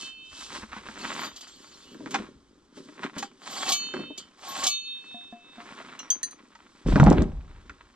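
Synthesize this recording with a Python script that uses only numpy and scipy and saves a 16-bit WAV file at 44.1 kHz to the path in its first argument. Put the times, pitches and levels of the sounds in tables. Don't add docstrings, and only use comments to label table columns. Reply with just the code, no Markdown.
import sys
import numpy as np
from scipy import signal
from scipy.fft import rfft, irfft, next_fast_len
from scipy.io import wavfile
from scipy.ndimage import uniform_filter1d

SR = 44100
rng = np.random.default_rng(int(sys.argv[2]) if len(sys.argv) > 2 else 0)


def wav_out(sig):
    wavfile.write(sys.argv[1], SR, np.round(np.clip(np.atleast_2d(sig).T, -1, 1) * 32767).astype(np.int16))


N = 350595

# (frequency [Hz], relative level [dB per Hz])
AIR_SPECTRUM = [(20, 0.5), (97, -19.5), (283, 2.5), (632, -11), (1200, -4.5), (2050, -13.5), (7610, -38),
                (12000, -57), (15600, -99)]
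AIR_DB = -67.5
# (time [s], level [dB])
RUMBLE_LEVEL = [(0.0, -71.5), (.75, -58), (1.6, -72.5), (2.3, -64), (3.2, -86), (4.1, -71), (4.6, -80.5),
                (7.94, -70.5)]
RUMBLE_HZ, RUMBLE_WIDTH_HZ = 55, 60
# (frequency [Hz], relative level [dB], t60 [s])
HOLLOW_MODES = [(231, -1.5, 0.11), (704, -2.5, 0.23), (1017, -16, 0.099), (1730, -14, .06)]
# (time [s], peak level [dB])
HOLLOW_TAPS = [(5.143, -37), (5.325, -34.5), (5.58, -37.5)]
# (time [s], deep shudder level [dB], boom level [dB])
BUMP_LEVELS = [(6.852, -34, -41), (6.935, -15, -28), (6.984, -40, -19.5), (7.079, -16.5, -12),
               (7.129, -28, -19), (7.224, -19, -28.5), (7.33, -36, -45), (7.493, -38, -58),
               (7.934, -68, -89)]
# (frequency [Hz], width of each of two filter passes [Hz])
SHUDDER, BOOM, CLATTER = (42.7, 37), (151.7, 66), (740, 410)
CLATTER_DB = -12.5
# (time [s], level before the band filter [dB])
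CHIP_TICKS = [(7.0399, -19), (7.1018, -17), (7.1279, -24.5), (7.222, -22.5)]
# (time [s], body peak level [dB], body pitch [Hz],
# crack level before smoothing and colouring [dB])
KNOCK_EVENTS = [(0.504, -51, 160, -37), (0.632, -37, 218, -29), (0.731, -43.5, 252, -25),
                (0.766, -38, 210, -29), (0.887, -38, 219, -24.5), (1.946, -41, 309, -39.5),
                (2.004, -33, 305, -45), (2.06, -31, 312, -26.5), (2.074, -44, 261, -30.5),
                (2.144, -19, 784, -14), (2.198, -28.5, 222, -51), (2.773, -35, 277, -66),
                (2.887, -39, 294, -38.5), (3.034, -41, 222, -19), (3.166, -32.5, 188, -27),
                (3.226, -25, 800, -25), (3.939, -24.5, 363, -24), (3.991, -28.5, 336, -46),
                (4.103, -32, 295, -58), (5.801, -37, 670, -55), (6.552, -43.5, 922, -39),
                (6.862, -14, 159.6, -53), (6.958, -8.5, 193, -10.5), (6.999, -3, 138, -3),
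                (7.064, -9.5, 208, -16), (7.087, -6.5, 168.5, -42), (7.218, -15, 202, -26),
                (7.696, -46, 286, -28)]
# (frequency [Hz], relative level [dB per Hz])
CRACK_SPECTRUM = [(300, -34.5), (900, 0.5), (1500, 7), (3000, -6.5), (7500, -6.5), (10000, -66)]
# (frequency [Hz], t60 [s], then relative level landing on
# the tip [dB], on the edge [dB], flat [dB])
SQUARE_MODES = [(1834, 0.13, -35, -42.5, -7.5), (2850, 0.13, -10, -50, -22), (3196, .15, -20, -27.5, -31),
                (3430, 0.065, -19.5, -28, -19), (4095, 0.098, -14, -66, -5),
                (4713, 0.13, -30, -27.5, -10.5), (5700, 0.25, -13.5, -44, -32), (6216, 0.15, -10, -7.5, 4),
                (7470, 0.061, -16, -22.5, -9), (9020, 0.1, -35, -37, -4.5), ]
# (time [s], peak level of its modes [dB], landing [0 tip, 1 edge, 2 flat])
SQUARE_BOUNCES = [(5.991, -28, 0), (6.1031, -11.5, 1), (6.2307, -17, 2), (6.309, -35.5, 2)]
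LONG_HZ = [2627, 3079, 3650, 4366]
# (t60 [s], depth of the gaps between beams [0-1], place of the first gap [beams])
LONG_BEAMS = [(2.7, 0.19, 0.095), (1.64, 0.2, 0.34), (2.09, 0.8, 0.28), (0.7, 0.44, 0.027)]
# (time [s], gripped again at [s], head start [beams],
# then starting level of each long mode at full beam [dB])
FREE_RINGS = [(0.0, .43, 0.051, -46.5, -39, -49.5, -43), (3.724, 4.157, -0.43, -44, -34, -41, -25),
              (4.171, 4.19, -0.87, -64, -44.5, -65, -49), (4.684, 5.55, 0.096, -43, -45, -31, -27.5)]
TURN_S, BEAMS_PER_TURN, GRIP_DB_PER_S = 0.2004, 2.13, 190
# (frequency [Hz], relative level [dB], t60 at a grip of 1 [s])
BLADE_MODES = [(722, -14, .1), (1179, -18, .2), (2309, -14, .18), (2977, -14, .3), (3410, -14, .15),
               (3774, -20, .33), (5233, -12, .14), (5590, -24, .24), (6223, -18, .25), (6357, -6, .25),
               (6708, -20, .3), (6836, -14, .37), (7450, -16, .12), (8100, -20, .15), (10830, -16, .07),
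               (11950, -22, .15)]
# (frequency [Hz], relative level [dB], t60 [s])
PRESSED_MODES = [(2900, -11, 0.33), (3100, -3, 0.21), (3290, -2, 0.18), (3550, -8.5, .25),
                 (4117, 2.5, 0.077), (4380, -4, 0.14), (4722, 0.5, 0.14), (5580, -4.5, 0.18),
                 (6957, 5.5, .06), (7490, -3.5, 0.15), (7700, -12.5, 0.12)]
# (time [s], peak level of its short modes [dB],
# grip [1 = loose, more = damped])
BLADE_SNAPS = [(1.3606, -38.5, 9.8), (1.4082, -40, 4.8), (1.4272, -48, 7.6), (1.4744, -45, 9),
               (2.107, -36.5, 2), (3.1799, -29.5, 1.97), (3.2245, -36, 3.4), (3.688, -24, 3.5),
               (3.7182, -16, 0.76), (4.176, -33, 2.8), (4.6363, -20, 2.7), (4.6646, -16, 0.82)]
BURST_DB, TOUCH_DB = 5.5, 2
# (start [s], end [s],
# low rasp drive over grit [dB], bright singing drive over hiss [dB])
STROKES = [(.98, 1.95, -18, 20), (3.4, 3.72, -1, 18), (4.37, 4.68, -1, 18)]
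# (frequency [Hz], relative level [dB], t60 before contact damping [s])
RASP_MODES = [(766, 16.5, 0.048), (830, -1, 0.1), (1096, 11, 0.12)]
# (frequency [Hz], relative level [dB per Hz])
GRIT_SPECTRUM = [(240, -33), (400, -7), (808, -1), (1030, 5.5), (2080, 0), (3740, -9.5), (4000, -6.5),
                 (5200, -42.5), (8800, -120)]
HISS_SPECTRUM = [(1180, -28), (2000, -26.5), (3120, -1.5), (5030, -4.5), (8050, -8), (8740, -15.5),
                 (12200, -32), (13900, -56), (14300, -63)]
DRUM_SPECTRUM = [(70, -63.5), (118, -5.5), (194, 1.5), (316, 3.5), (408, 0), (600, -13), (1040, -71.5)]
# (arrival [s], approach [dB per s], hold [s], growth over the hold [dB],
# dying [dB per s], then on arrival: grit [dB], hiss [dB], drumming [dB])
RUB_EVENTS = [(0.0, 308, 0.067, -7.5, 234, -45.5, -49, -55), (0.39, 136, 0.056, 0.5, 178, -51.5, -53, -63),
              (0.527, 200, 0.028, 4.5, 154, -45.5, -55, -53), (0.7, 500, 0.083, 6, 202, -48.5, -67.5, -64),
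              (0.856, 500, 0.057, 0, 200, -49, -62, -52.5), (1.002, 160, 0.26, 1.5, 350, -39, -56.5, -45.5),
              (1.337, 300, 0.5, 0.5, 51, -59.5, -68.5, -65), (1.922, 196, 0.25, 11.5, 113, -68, -75, -51),
              (2.161, 502, 0.0091, -14, 167, -26.5, -49.5, -33), (2.781, 398, 0.025, -9, 21, -52, -60, -45),
              (3.026, 239, 0.017, 9, 393, -40.5, -66, -46), (3.16, 600, 0.033, 1, 182, -45, -63.5, -45),
              (3.474, 248, 0.15, 7, 295, -47.5, -55.5, -55.5),
              (3.693, 204, 0.0072, 1, 345.5, -33.5, -40, -44), (3.765, 300, 0.082, 5, 93, -55.5, -71, -57),
              (3.95, 900, 0.062, -5.5, 131, -45, -65.5, -34), (4.187, 400, .02, -2, 71, -58, -70, -58.5),
              (4.452, 265, 0.2, 8, 352, -45.5, -55.5, -56.5), (5.06, 57, 0.5, -14, 63, -63, -72.5, -61.5),
              (5.624, 93, 0.18, 0.5, 24.5, -47, -67.5, -54),
              (6.39, 96, 0.53, 12.5, 107.5, -69.5, -84.5, -79),
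              (6.874, 1500, 0.19, -5.5, 79.5, -42, -55.5, -31),
              (7.114, 196, 0.084, 0, 231, -41.5, -69, -23), (7.44, 98, 0.27, 4, 25, -63, -83, -70.5)]
# (grit [dB], hiss [dB], drumming [dB])
REST_DB = (-84, -81, -67)
# (frequency [Hz], lead of the left port [rad])
PORT_LEAD = [(40, 0), (200, -.3), (700, -.2), (2000, -1.2), (3700, -1), (7000, -2.1), (12000, -2)]
# (frequency [Hz], left minus right [dB])
PORT_TILT = [(60, 1), (150, 1), (370, -0.5), (910, -1), (2260, -0.5), (5600, 0.5), (13900, -13)]
CEILING, EDGE_HZ = 1.1, 14450


def gain_of(db):
    return 10 ** (np.asarray(db) / 20)


def evened(x):
    return x / np.sqrt(np.mean(x ** 2) + 1e-20)


def read(points, hz):
    f, value = np.transpose(points)
    return np.interp(np.log(hz + 1), np.log(f + 1), value)


def curves(rows):
    s, *columns = np.transpose(rows)
    t = np.arange(N) / SR
    return [gain_of(np.interp(t, s, column, left=-200, right=-200)) for column in columns]


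def add(mix, s, sound):
    part = mix[round(s * SR):][:len(sound)]
    part += sound[:len(part)]


def colour(x, points, band_hz):
    hz = np.fft.rfftfreq(8192, 1 / SR)
    log_gain = np.log(gain_of(np.maximum(read(points, hz), -100)))
    mirrored = np.r_[log_gain, log_gain[-2:0:-1]]
    phase = -signal.hilbert(mirrored).imag[:len(hz)]
    inside = (hz > band_hz[0]) & (hz < band_hz[1])
    band_power = np.sum(np.exp(2 * log_gain[inside])) / len(hz)
    response = irfft(np.exp(log_gain + 1j * phase)) / np.sqrt(band_power)
    return signal.oaconvolve(x, response[:4096])[:N]


def resonate(x, hz, width):
    b, a = signal.iirpeak(hz, hz / width, SR)
    return evened(signal.lfilter(b, a, signal.lfilter(b, a, x)))


def grains(per_s, spread_db, smooth):
    size = gain_of(spread_db * np.minimum(rng.exponential(1, N), 4)) * rng.choice([-1, 1], N)
    clicks = evened(size * (rng.random(N) < per_s / SR))
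    return np.sqrt(1 - smooth) * clicks + np.sqrt(smooth) * rng.standard_normal(N)


def modes(hz, db, t60, seconds, rise=0.00025, ratio=1):
    t = np.arange(round(seconds * SR))[:, None] / SR
    sines = gain_of(db - 60 * t / t60) * np.sin(2 * np.pi * hz * ratio * t)
    y = sines.sum(1) * (1 - np.exp(-t[:, 0] / rise))
    return y / abs(y).max()


def crack(t60, rise=0.00037):
    t = np.arange(3000) / SR
    return rng.standard_normal(len(t)) / 2 * gain_of(-60 * t / t60) * (1 - np.exp(-t / rise))


def ring(x, table, damping):
    hz, db, t60 = np.transpose(table)
    response = modes(hz, db, t60 * damping, .15)
    return signal.oaconvolve(x, response / np.linalg.norm(response))[:N]


def air():
    shared, left, right = (colour(rng.standard_normal(N), AIR_SPECTRUM, (0, SR)) for _ in range(3))
    return gain_of(AIR_DB) * evened(np.array([shared + 0.43 * left, shared + 0.22 * right]))


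def rumble():
    shared, left, right = (
        resonate(grains(per_s=40, spread_db=4.0, smooth=.4), RUMBLE_HZ, RUMBLE_WIDTH_HZ)
        for _ in range(3))
    return curves(RUMBLE_LEVEL)[0] * (shared + 0.18 * np.array([left, right]))


def wall(x):
    t = np.arange(9000) / SR
    signs = rng.choice([-1., 1.], (2, len(t)))
    sparse = rng.random((2, len(t))) < .06
    echoes = signs * sparse * (t > .002) * gain_of(-60 * t / .08)
    echoes = signal.lfilter(*signal.butter(1, 120, "high", fs=SR), echoes)
    return signal.fftconvolve(x[None], echoes / np.linalg.norm(echoes[0]), axes=1)[:, :N]


def taps():
    out = np.zeros(N)
    for s, peak_db in HOLLOW_TAPS:
        add(out, s, gain_of(peak_db) * modes(*np.transpose(HOLLOW_MODES), .25, rise=.001))
    return out


def bumping():
    out, chips = np.zeros((2, N))
    shudder, boom = curves(BUMP_LEVELS)
    clatter = boom * gain_of(CLATTER_DB)
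    for gain, (hz, width) in ((shudder, SHUDDER), (boom, BOOM), (clatter, CLATTER)):
        jolts = grains(per_s=180, spread_db=5.5, smooth=0.28)
        out += uniform_filter1d(gain, size=200) * resonate(jolts, hz, width)
    for s, level_db in CHIP_TICKS:
        add(chips, s, gain_of(level_db) * np.r_[4, crack(.008, rise=.0001)])
    chip_band = signal.butter(5, (3000, 8000), "band", fs=SR, output="sos")
    return out + signal.sosfilt(chip_band, chips)


def knocks():
    out, bursts = np.zeros((2, N))
    ratio = np.array([.62, 1, 1.45, 2.1, 3.1])
    partial_db = np.array([-15.0, 6.0, -0.5, -3.5, -5.5])
    t60 = 0.075 / ratio ** .5
    for s, body_db, hz, crack_db in KNOCK_EVENTS:
        add(out, s, gain_of(body_db) * modes(hz, partial_db, t60, 0.3, rise=0.0016, ratio=ratio))
        burst = np.r_[3.0, crack(.05, rise=.0003)]
        dulled = uniform_filter1d(burst, size=round(2600 / hz))
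        add(bursts, s, gain_of(crack_db) * dulled)
    return out + colour(bursts, CRACK_SPECTRUM, (0, SR))


def square():
    out = np.zeros(N)
    hz, t60, *landings = np.transpose(SQUARE_MODES)
    for s, peak_db, landing in SQUARE_BOUNCES:
        add(out, s, gain_of(peak_db) * modes(hz, landings[landing], t60, .4))
        add(out, s, gain_of(peak_db - 13) * crack(0.012))
    return out


def singing():
    out = np.zeros(N)
    for s, gripped, head, *levels_db in FREE_RINGS:
        t = np.arange(0, gripped - s + .3, 1 / SR)
        beams = head + BEAMS_PER_TURN * np.log(1 + t / TURN_S)
        grip_db = GRIP_DB_PER_S * np.maximum(t + s - gripped, 0)
        for hz, db, (t60, depth, gap) in zip(LONG_HZ, levels_db, LONG_BEAMS):
            beam = abs(1 - depth * np.exp(2j * np.pi * (beams - gap))) / (1 + depth)
            gain = np.sqrt(2) * gain_of(db - 60 * t / t60 - grip_db)
            tone = np.sin(2 * np.pi * (hz * t + rng.random()))
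            add(out, s, gain * beam * np.minimum(t / 0.024, 1) * tone)
    return out


def trowel():
    out, bursts = np.zeros((2, N))
    hz, db, t60 = np.transpose(BLADE_MODES)
    for s, peak_db, grip in BLADE_SNAPS:
        add(out, s, gain_of(peak_db) * modes(hz, db, t60 / grip, 0.54, rise=0.0018))
        add(bursts, s, gain_of(peak_db + BURST_DB) * crack(.1, rise=.003))
        if grip > 2:
            touch = modes(*np.transpose(PRESSED_MODES), .2, rise=.002)
            add(out, s, gain_of(peak_db + TOUCH_DB) * touch)
    return out + singing() + colour(bursts, HISS_SPECTRUM, (0, SR))


def chatter(drive):
    table = BLADE_MODES[2:] + PRESSED_MODES + [(f, -4, .2) for f in LONG_HZ]
    which, out = rng.integers(0, len(table), N), np.zeros(N)
    for k, (hz, db, t60) in enumerate(table):
        r, turn = gain_of(-60 / (t60 * SR)), 2 * np.pi * hz / SR
        tone = signal.lfilter([1], [1, -2 * r * np.cos(turn), r * r], drive * (which == k))
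        out += gain_of(db / 2) * np.sqrt(1 - r) * np.sin(turn) * tone
    return out


def rub_levels():
    t = np.arange(0, N + 64, 64) / SR
    power = gain_of(REST_DB)[:, None] ** 2
    for s, approach_db, hold, growth_db, dying_db, *levels_db in RUB_EVENTS:
        held_db = growth_db * np.clip((t - s) / hold, 0, 1)
        late_db = dying_db * np.maximum(t - s - hold, 0)
        early_db = approach_db * np.maximum(s - t, 0)
        power = power + gain_of(np.array(levels_db)[:, None] + held_db - late_db - early_db) ** 2
    return [np.interp(np.arange(N) / SR, t, np.sqrt(p)) for p in power]


def rubbing():
    grit, hiss, drum = rub_levels()
    rasp, sing = np.zeros((2, N))
    for start, end, rasp_db, sing_db in STROKES:
        stroke = slice(round(start * SR), round(end * SR))
        rasp[stroke] = gain_of(rasp_db)
        sing[stroke] = gain_of(sing_db)
    slips = evened(uniform_filter1d(rng.standard_normal(N), size=700))
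    clumps = evened(gain_of(3.52 * slips))
    coarse = grit * clumps * grains(per_s=500, spread_db=4.5, smooth=.3)
    fine = hiss * grains(per_s=3000, spread_db=2.5, smooth=0.16)
    rattle = sing * hiss * grains(per_s=200, spread_db=3.5, smooth=.2)
    blade = ring(rasp * grit * rng.standard_normal(N), RASP_MODES, 0.92) + chatter(rattle)
    blade += gain_of(-13) * ring(sing * hiss * clumps * rng.standard_normal(N), PRESSED_MODES, .6)
    load = drum * grains(per_s=150, spread_db=4.5, smooth=0.41)
    bucket = colour(load, DRUM_SPECTRUM, (200, 500))
    stone = colour(coarse, GRIT_SPECTRUM, (600, 2200))
    return stone + colour(fine, HISS_SPECTRUM, (4500, 5100)) + blade + bucket


def scene():
    work = rubbing() + trowel() + square() + knocks() + taps() + bumping()
    return work + gain_of(-8) * wall(work) + air() + rumble()


def record(dry):
    size = next_fast_len(N + 4096)
    hz = np.fft.rfftfreq(size, 1 / SR)
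    half = gain_of(read(PORT_TILT, hz) / 2) * np.exp(.5j * read(PORT_LEAD, hz))
    ports = irfft(rfft(dry, size) * np.array([half, 1 / half]), size)[:, :N]
    ports = CEILING * np.tanh(ports / CEILING)
    lowpass = signal.firwin(511, EDGE_HZ, window=("kaiser", 9), fs=SR)
    return signal.oaconvolve(ports, lowpass[None], "same")


dry = scene()
out = record(dry)
wav_out(out)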